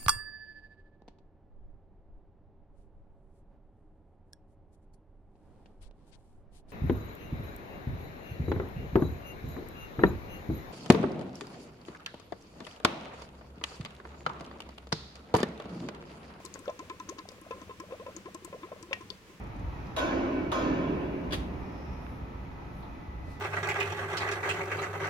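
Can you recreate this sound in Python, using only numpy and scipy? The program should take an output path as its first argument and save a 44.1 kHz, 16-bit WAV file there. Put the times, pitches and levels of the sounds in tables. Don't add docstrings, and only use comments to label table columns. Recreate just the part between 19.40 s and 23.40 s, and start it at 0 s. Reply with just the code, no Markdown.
import sys
import numpy as np
from scipy import signal
from scipy.fft import rfft, irfft
from scipy.io import wavfile
from scipy.ndimage import map_coordinates

SR = 44100
rng = np.random.default_rng(int(sys.argv[2]) if len(sys.argv) > 2 else 0)


def digitize_waveform(pressure):
    field = np.atleast_2d(pressure).T
    bounded = np.clip(field, -1, 1)
    quanta = np.round(bounded * 32767).astype(np.int16)
    wavfile.write(sys.argv[1], SR, quanta)


N = 176400
T = np.arange(N) / SR
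HZ = np.fft.rfftfreq(N, 1 / SR)

# frequency in Hz, relative spectral density in dB.
RUMBLE_SPECTRUM = [(15, -60), (26, -38), (35, -13.5), (52, 4.5), (68, 3), (95, -6.5), (125, -11.5),
                   (170, -9.5), (260, -42.5), (440, -75)]
HALL_SPECTRUM = [(70, -8.5), (125, -1), (170, -2), (220, -3), (300, -2.5), (450, -11), (640, -10.5),
                 (900, -9), (1400, -16.5), (1900, -19), (2300, -20.5), (2600, -24), (3300, -29),
                 (4000, -31), (4700, -36.5), (6600, -40.5), (8500, -56.5), (11500, -43), (13500, -50),
                 (15500, -56.5)]
SNAP_SPECTRUM = [(500, -12), (1100, 1), (2500, -4), (3600, 3), (4800, -10), (8000, -17), (11000, -18),
                 (15000, -32)]
CRACK_SPECTRUM = [(300, -17), (1000, 6), (3500, 7), (4800, -8), (8000, -16), (11000, -10.5), (15000, -34)]
SCRAPE_SPECTRUM = [(400, 9), (750, 0), (1400, 4), (2500, 4), (3300, 7.5), (4800, -4.5), (5600, -7),
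                   (8000, -15), (11000, -11), (13000, -22), (15500, -22)]
# frequency in Hz, left-right correlation.
HALL_COHERENCE = [(50, 0.94), (150, 0.94), (300, 0.69), (600, 0.23), (1200, -0.18), (4000, 0.17),
                  (12000, 0.11)]
SHEET_COHERENCE = [(150, 0.96), (300, 0.9), (600, 0.32), (1100, 0.13), (2200, 0), (4000, 0.73), (7000, 0.2)]
CONTACT_COHERENCE = [(500, 0.6), (1100, -0.3), (3500, -0.07), (6000, -0.7), (11000, -0.15)]
# frequency in Hz, left minus right level in dB.
BALANCE = [(60, 0), (130, -3), (290, -1), (640, 0.5), (1410, -1), (3100, 0), (6820, 1.0), (15000, -0.5)]

# centre in seconds, gain in dB, half length in seconds.
SURGES = [(0.253, 10, 0.042), (0.487, 3.5, 0.088), (1.957, 9.5, 0.051), (2.166, 5, 0.093),
          (2.51, 5.5, 0.034), (2.833, 9.5, 0.016), (3.06, 2.5, 0.029), (3.88, 7, 0.049)]
# time in seconds, level in dB.
HALL_LEVEL = [(0, -43.5), (.5, -42.5), (2.2, -43), (2.8, -44.5), (3.45, -45), (3.7, -45.5), (4, -46.5)]
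# frequency in Hz, level in dB, width in Hz, share of the drift in dB per dB.
WHINE_PARTIALS = [(861, -65.5, 35, 0), (1987, -70.5, 9, 1.3), (2014, -70.5, 9, .6), (2460, -70, 14, -1.3),
                  (2505, -73, 30, -.8)]
# time in seconds, drift in dB.
WHINE_DRIFT = [(0, -2), (2.55, -1.5), (2.68, 2.5), (3.4, 1), (4, 4.5)]
# start in seconds, level in dB, band centre in Hz,
# width in octaves, rise and T60 in seconds.
KNOCKS = [(.038, -63, 6000, .6, .0005, .035), (.0705, -63, 6000, .6, .0005, .035),
          (.161, -63, 5500, .6, .0005, .035), (.1945, -61, 6000, .6, .0005, .035),
          (.4703, -53, 4500, .6, .0002, .008), (2.2, -54, 900, .3, .006, .25),
          (2.43, -55, 900, .3, .006, .3), (2.6655, -38, 1650, .42, .0002, .014),
          (2.925, -52, 950, .3, .008, .4), (3.175, -48.5, 950, .25, .006, .3),
          (3.421, -47.5, 900, .28, .005, .33), (3.423, -60, 3700, .25, .003, .23),
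          (3.881, -38.5, 436, .57, .0012, .066)]
# centre in seconds, level in dB, band centre in Hz, width in octaves,
# half length in seconds.
HISSES = [(0.483, -71, 5000, .32, 0.093), (2.453, -68.5, 5330, .11, 0.19), (2.706, -75, 11100, 0.23, 0.068),
          (3.392, -74.5, 11200, 0.25, 0.047), (3.918, -71, 10100, 0.38, 0.038),
          (3.93, -66, 4280, 0.49, 0.056)]
# start in seconds, gain of wash and snap in dB, the wash's treble tilt in dB
# per octave, its gains below 450 Hz and below 220 Hz in dB, the sheet's left minus right level in dB.
BLOWS = [(0.5638, -1, 2, 0.5, -5.5, -.5), (1.117, -1.9, 1.73, -1, 3, 0)]
# frequency in Hz, relative density in dB,
# rise and T60 in seconds.
WASH_BANDS = [(106, 1.5, 0.45, 2.9), (170, 10, 0.55, 3.05), (212, 2.5, 0.24, 3.93), (269, 7.5, 0.11, 3.6),
              (409, 5, 0.47, 3.2), (426, -6, 0.026, 4.9), (637, -2, 0.0015, 3.26),
              (827, -14.5, 0.0083, 4.2), (1035, -6.5, 0.0031, 3.4), (1170, -11.5, .004, 1.85),
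              (1650, -17, .008, 3.1), (2050, -23.5, 0.012, 3.4), (2650, -22, 0.013, 3.6),
              (3250, -24, .004, 1.5), (4350, -33, 0.0082, 1.65), (6820, -32, 0.0066, 0.92),
              (8330, -56, .002, 0.36), (11000, -42, .004, 0.67), (15000, -64, .002, .35)]
# frequency in Hz, peak levels in the first and second blow in dB,
# rise and T60 in seconds.
SHEET_MODES = [(262, -36.5, -39.5, .11, 2), (305, -39, -41, .13, 1.8), (345, -39.5, -45, .25, 1.7),
               (372, -46, -39.5, .45, 1.8), (409, -49, -45.5, .45, 1.8), (538, -42, -44, .01, 1.9),
               (590, -45, -46, .005, 1.2), (640, -44, -45, .01, 1.9), (705, -52, -48, .01, 1.9),
               (842, -47, -50, .005, 1.5), (953, -48, -54, .005, 1.6), (1010, -45, -48, .003, 1.5),
               (1048, -43, -38.5, .003, 1.6), (1072, -41, -43, .003, 1.7), (1256, -56, -44, .003, 1.7),
               (1388, -49.5, -52, .005, 1.6), (1495, -43.5, -47, .003, 1.9), (1530, -52, -50, .005, 1.8),
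               (1620, -51, -50.5, .005, 1.7), (1758, -54, -51, .005, 1.9), (1812, -54, -51, .005, 1.9),
               (2274, -49.5, -54, .005, 2.7), (2305, -54, -53, .005, 2.9), (2557, -56, -62, .005, 2),
               (2643, -55, -59, .005, 2), (2762, -58, -55, .005, 1.7), (3362, -60.5, -58, .005, 2),
               (3520, -44, -56, .0007, .25), (3850, -45, -55, .0007, .22)]
# start in seconds, gain in dB,
# relative level of the body near 1 kHz in dB.
CRACKS = [(0.564, -2.5, 2), (0.581, 6.5, -9), (.657, -13, 7), (1.119, -3, 13)]
# start in seconds, gain in dB, rise in seconds.
CLINKS = [(1.906, -11.5, 0.0041), (1.921, 1.5, .006), (1.9285, -1.5, 0.0039), (1.941, -10.5, 0.0018),
          (1.951, -16, .001)]
# frequency in Hz, level in dB, T60 in seconds.
PART_MODES = [(1850, -48, .1), (2400, -48, .08), (3214, -44, .16), (3370, -45.5, .14), (4253, -48, .09),
              (4716, -45.5, .12), (11010, -57, .12), (15540, -57, .07)]


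def amp(db):
    return 10 ** (np.asarray(db) / 20)


def unit_rms(x):
    return x / np.sqrt(np.mean(x ** 2) + 1e-20)


def over_hz(points):
    hz, values = np.transpose(points)
    return np.interp(np.log(HZ + 1), np.log(hz + 1), values)


def over_time(points):
    return np.interp(T, *np.transpose(points))


def wobble(knots_per_s):
    return map_coordinates(rng.standard_normal(2000), [T * knots_per_s + 2])


def ripple(depth_db, spacing_hz):
    return amp(depth_db * map_coordinates(rng.standard_normal(5000), [HZ / spacing_hz + 2]))


def bell(offset, width):
    return np.exp(-.5 * (offset / width) ** 2)


def band(hz, octaves):
    return bell(np.log2((HZ + 1) / hz), octaves)


def ring(start, rise, t60):
    age = np.maximum(T - start, 0)
    return (1 - np.exp(-age / rise)) * np.exp(-np.log(1000) * age / t60)


def swell(start, rise, t60):
    shape = ring(start, rise, 2 * t60) ** 2
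    return shape / shape.max()


def noise(gain, coherence):
    angle = np.arccos(over_hz(coherence)) / 2
    spectra = rfft(rng.standard_normal((2, N))) * gain
    mid, side = irfft(spectra * [np.cos(angle), np.sin(angle)], N)
    return unit_rms(np.array([mid + side, mid - side]))


def tone(hz, width_hz, rough):
    knots = np.arange(0, N + 200, 100)
    position = knots / SR * width_hz + 2
    blur = np.array([map_coordinates(row, [position]) for row in rng.standard_normal((4, 420))])
    phasors = np.exp(2j * np.pi * rng.random((2, 1))) + rough * (blur[:2] + 1j * blur[2:])
    carrier = np.exp(2j * np.pi * hz * T)
    waves = [(np.interp(np.arange(N), knots, phasor) * carrier).real for phasor in phasors]
    angle = np.arccos(np.interp(hz, *np.transpose(SHEET_COHERENCE))) / 2
    mid, side = waves[0] * np.cos(angle), waves[1] * np.sin(angle)
    return unit_rms(np.array([mid + side, mid - side]))


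def machinery():
    surge_db = sum(db * bell(T - centre, half) for centre, db, half in SURGES)
    rumble = noise(amp(over_hz(RUMBLE_SPECTRUM)), HALL_COHERENCE) * amp(-44 + surge_db)
    colour = amp(over_hz(HALL_SPECTRUM)) * ripple(depth_db=2.06, spacing_hz=29.63)
    hall = noise(colour, HALL_COHERENCE) * amp(over_time(HALL_LEVEL) + .31 * wobble(7.08))
    whine = sum(amp(db + share * over_time(WHINE_DRIFT)) * tone(hz, width, rough=1)
                for hz, db, width, share in WHINE_PARTIALS)
    return rumble + hall + whine


def knocks():
    return sum(amp(db) * noise(band(hz, width), HALL_COHERENCE) * ring(start, rise, t60)
               for start, db, hz, width, rise, t60 in KNOCKS)


def hisses():
    return sum(amp(db) * noise(band(hz, width), HALL_COHERENCE) * bell(T - centre, half)
               for centre, db, hz, width, half in HISSES)


def shimmer(wash, depth_db=2.6, patch_hz=170, patch_s=.045):
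    hz, t, spectra = signal.stft(wash, SR, nperseg=1024)
    grid = np.meshgrid(hz / patch_hz + 2, t / patch_s + 2, indexing="ij")
    patches = map_coordinates(rng.standard_normal((160, 110)), grid, order=2)
    spread_db = depth_db * np.interp(hz, [300, 1200, 3500, 7000], [0, 1, 1, .4])
    _, shimmering = signal.istft(spectra * amp(spread_db[:, None] * patches), SR, nperseg=1024)
    return unit_rms(shimmering[:, :N])


def sheet(wash_db=-22.5, beat_db=2, lag_s=.00022):
    out = np.zeros((2, N))
    centres = [row[0] for row in WASH_BANDS]
    filters = [over_hz(list(zip(centres, weights))) for weights in np.eye(len(WASH_BANDS))]
    colour = amp(over_hz([row[:2] for row in WASH_BANDS]))
    colour *= ripple(depth_db=1.5 * HZ / (HZ + 500), spacing_hz=20.93)
    colour /= np.sqrt(1 + (90 / (HZ + 1)) ** 6)
    for k, (start, db, tilt_db, boom_db, deep_db, pan_db) in enumerate(BLOWS):
        wash = rfft(shimmer(noise(colour, SHEET_COHERENCE))) * amp(wash_db)
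        blow = np.zeros((2, N))
        for passband, (hz, _, rise, t60) in zip(filters, WASH_BANDS):
            treble_db = tilt_db * max(np.log2(hz / 1000), 0)
            bass_db = boom_db / (1 + (hz / 450) ** 4) + deep_db / (1 + (hz / 220) ** 8)
            blow += irfft(wash * passband, N) * amp(db + treble_db + bass_db) * ring(start, rise, t60)
        for hz, *peak_db, rise, t60 in SHEET_MODES:
            mode = tone(hz, width_hz=20 + .008 * hz, rough=1.5)
            beating_db = beat_db * wobble(knots_per_s=11)
            blow += mode * amp(peak_db[k] + beating_db) * swell(start, rise, t60)
        out += blow * amp([[pan_db / 2], [-pan_db / 2]])
    delay = np.exp(np.outer([-1, 1], 1j * np.pi * HZ * lag_s))
    return irfft(rfft(out) * delay, N)


def snaps():
    colour = amp(over_hz(SNAP_SPECTRUM))
    return sum(amp(-32 + db) * noise(colour, CONTACT_COHERENCE) * ring(start, rise=.0005, t60=.06)
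               for start, db, *_ in BLOWS)


def cracks():
    out = np.zeros((2, N))
    colour = amp(over_hz(CRACK_SPECTRUM)) * ripple(depth_db=6.1, spacing_hz=60)
    for start, db, body_db in CRACKS:
        edge = noise(colour, CONTACT_COHERENCE) * ring(start, rise=.0029, t60=.14)
        body = noise(band(1080, .24), CONTACT_COHERENCE) * ring(start, rise=.0011, t60=.13)
        out += amp(-37.5 + db) * (edge + amp(body_db) * body)
    return out


def clink(scrape_db=-25.5, brighten_db_per_s=300, room_db=-12):
    out = np.zeros((2, N))
    colour = amp(over_hz(SCRAPE_SPECTRUM)) * ripple(depth_db=3.3, spacing_hz=70)
    for start, db, rise in CLINKS:
        treble_db = brighten_db_per_s * (start - CLINKS[2][0]) * band(11000, .96)
        scrape = noise(colour * amp(treble_db), CONTACT_COHERENCE)
        out += amp(db + scrape_db) * scrape * ring(start, rise, t60=.096)
    for hz, mode_db, t60 in PART_MODES:
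        energy = sum((amp(db) * ring(start, rise, t60)) ** 2 for start, db, rise in CLINKS)
        out += amp(mode_db) * tone(hz, width_hz=70, rough=1.2) * np.sqrt(energy)
    response = rng.standard_normal((2, SR)) * ring(.005, rise=.027, t60=.31)[:SR]
    response /= np.linalg.norm(response[0])
    return out + amp(room_db) * signal.fftconvolve(out, response, axes=1)[:, :N]


def scene():
    mix = machinery() + knocks() + hisses() + sheet() + snaps() + cracks() + clink()
    return irfft(rfft(mix) * amp(np.outer([.5, -.5], over_hz(BALANCE))), N)


def record(dry, cutoff_hz=15850):
    return signal.sosfilt(signal.ellip(10, .1, 80, cutoff_hz, fs=SR, output="sos"), dry)


dry = scene()
out = record(dry)
digitize_waveform(out)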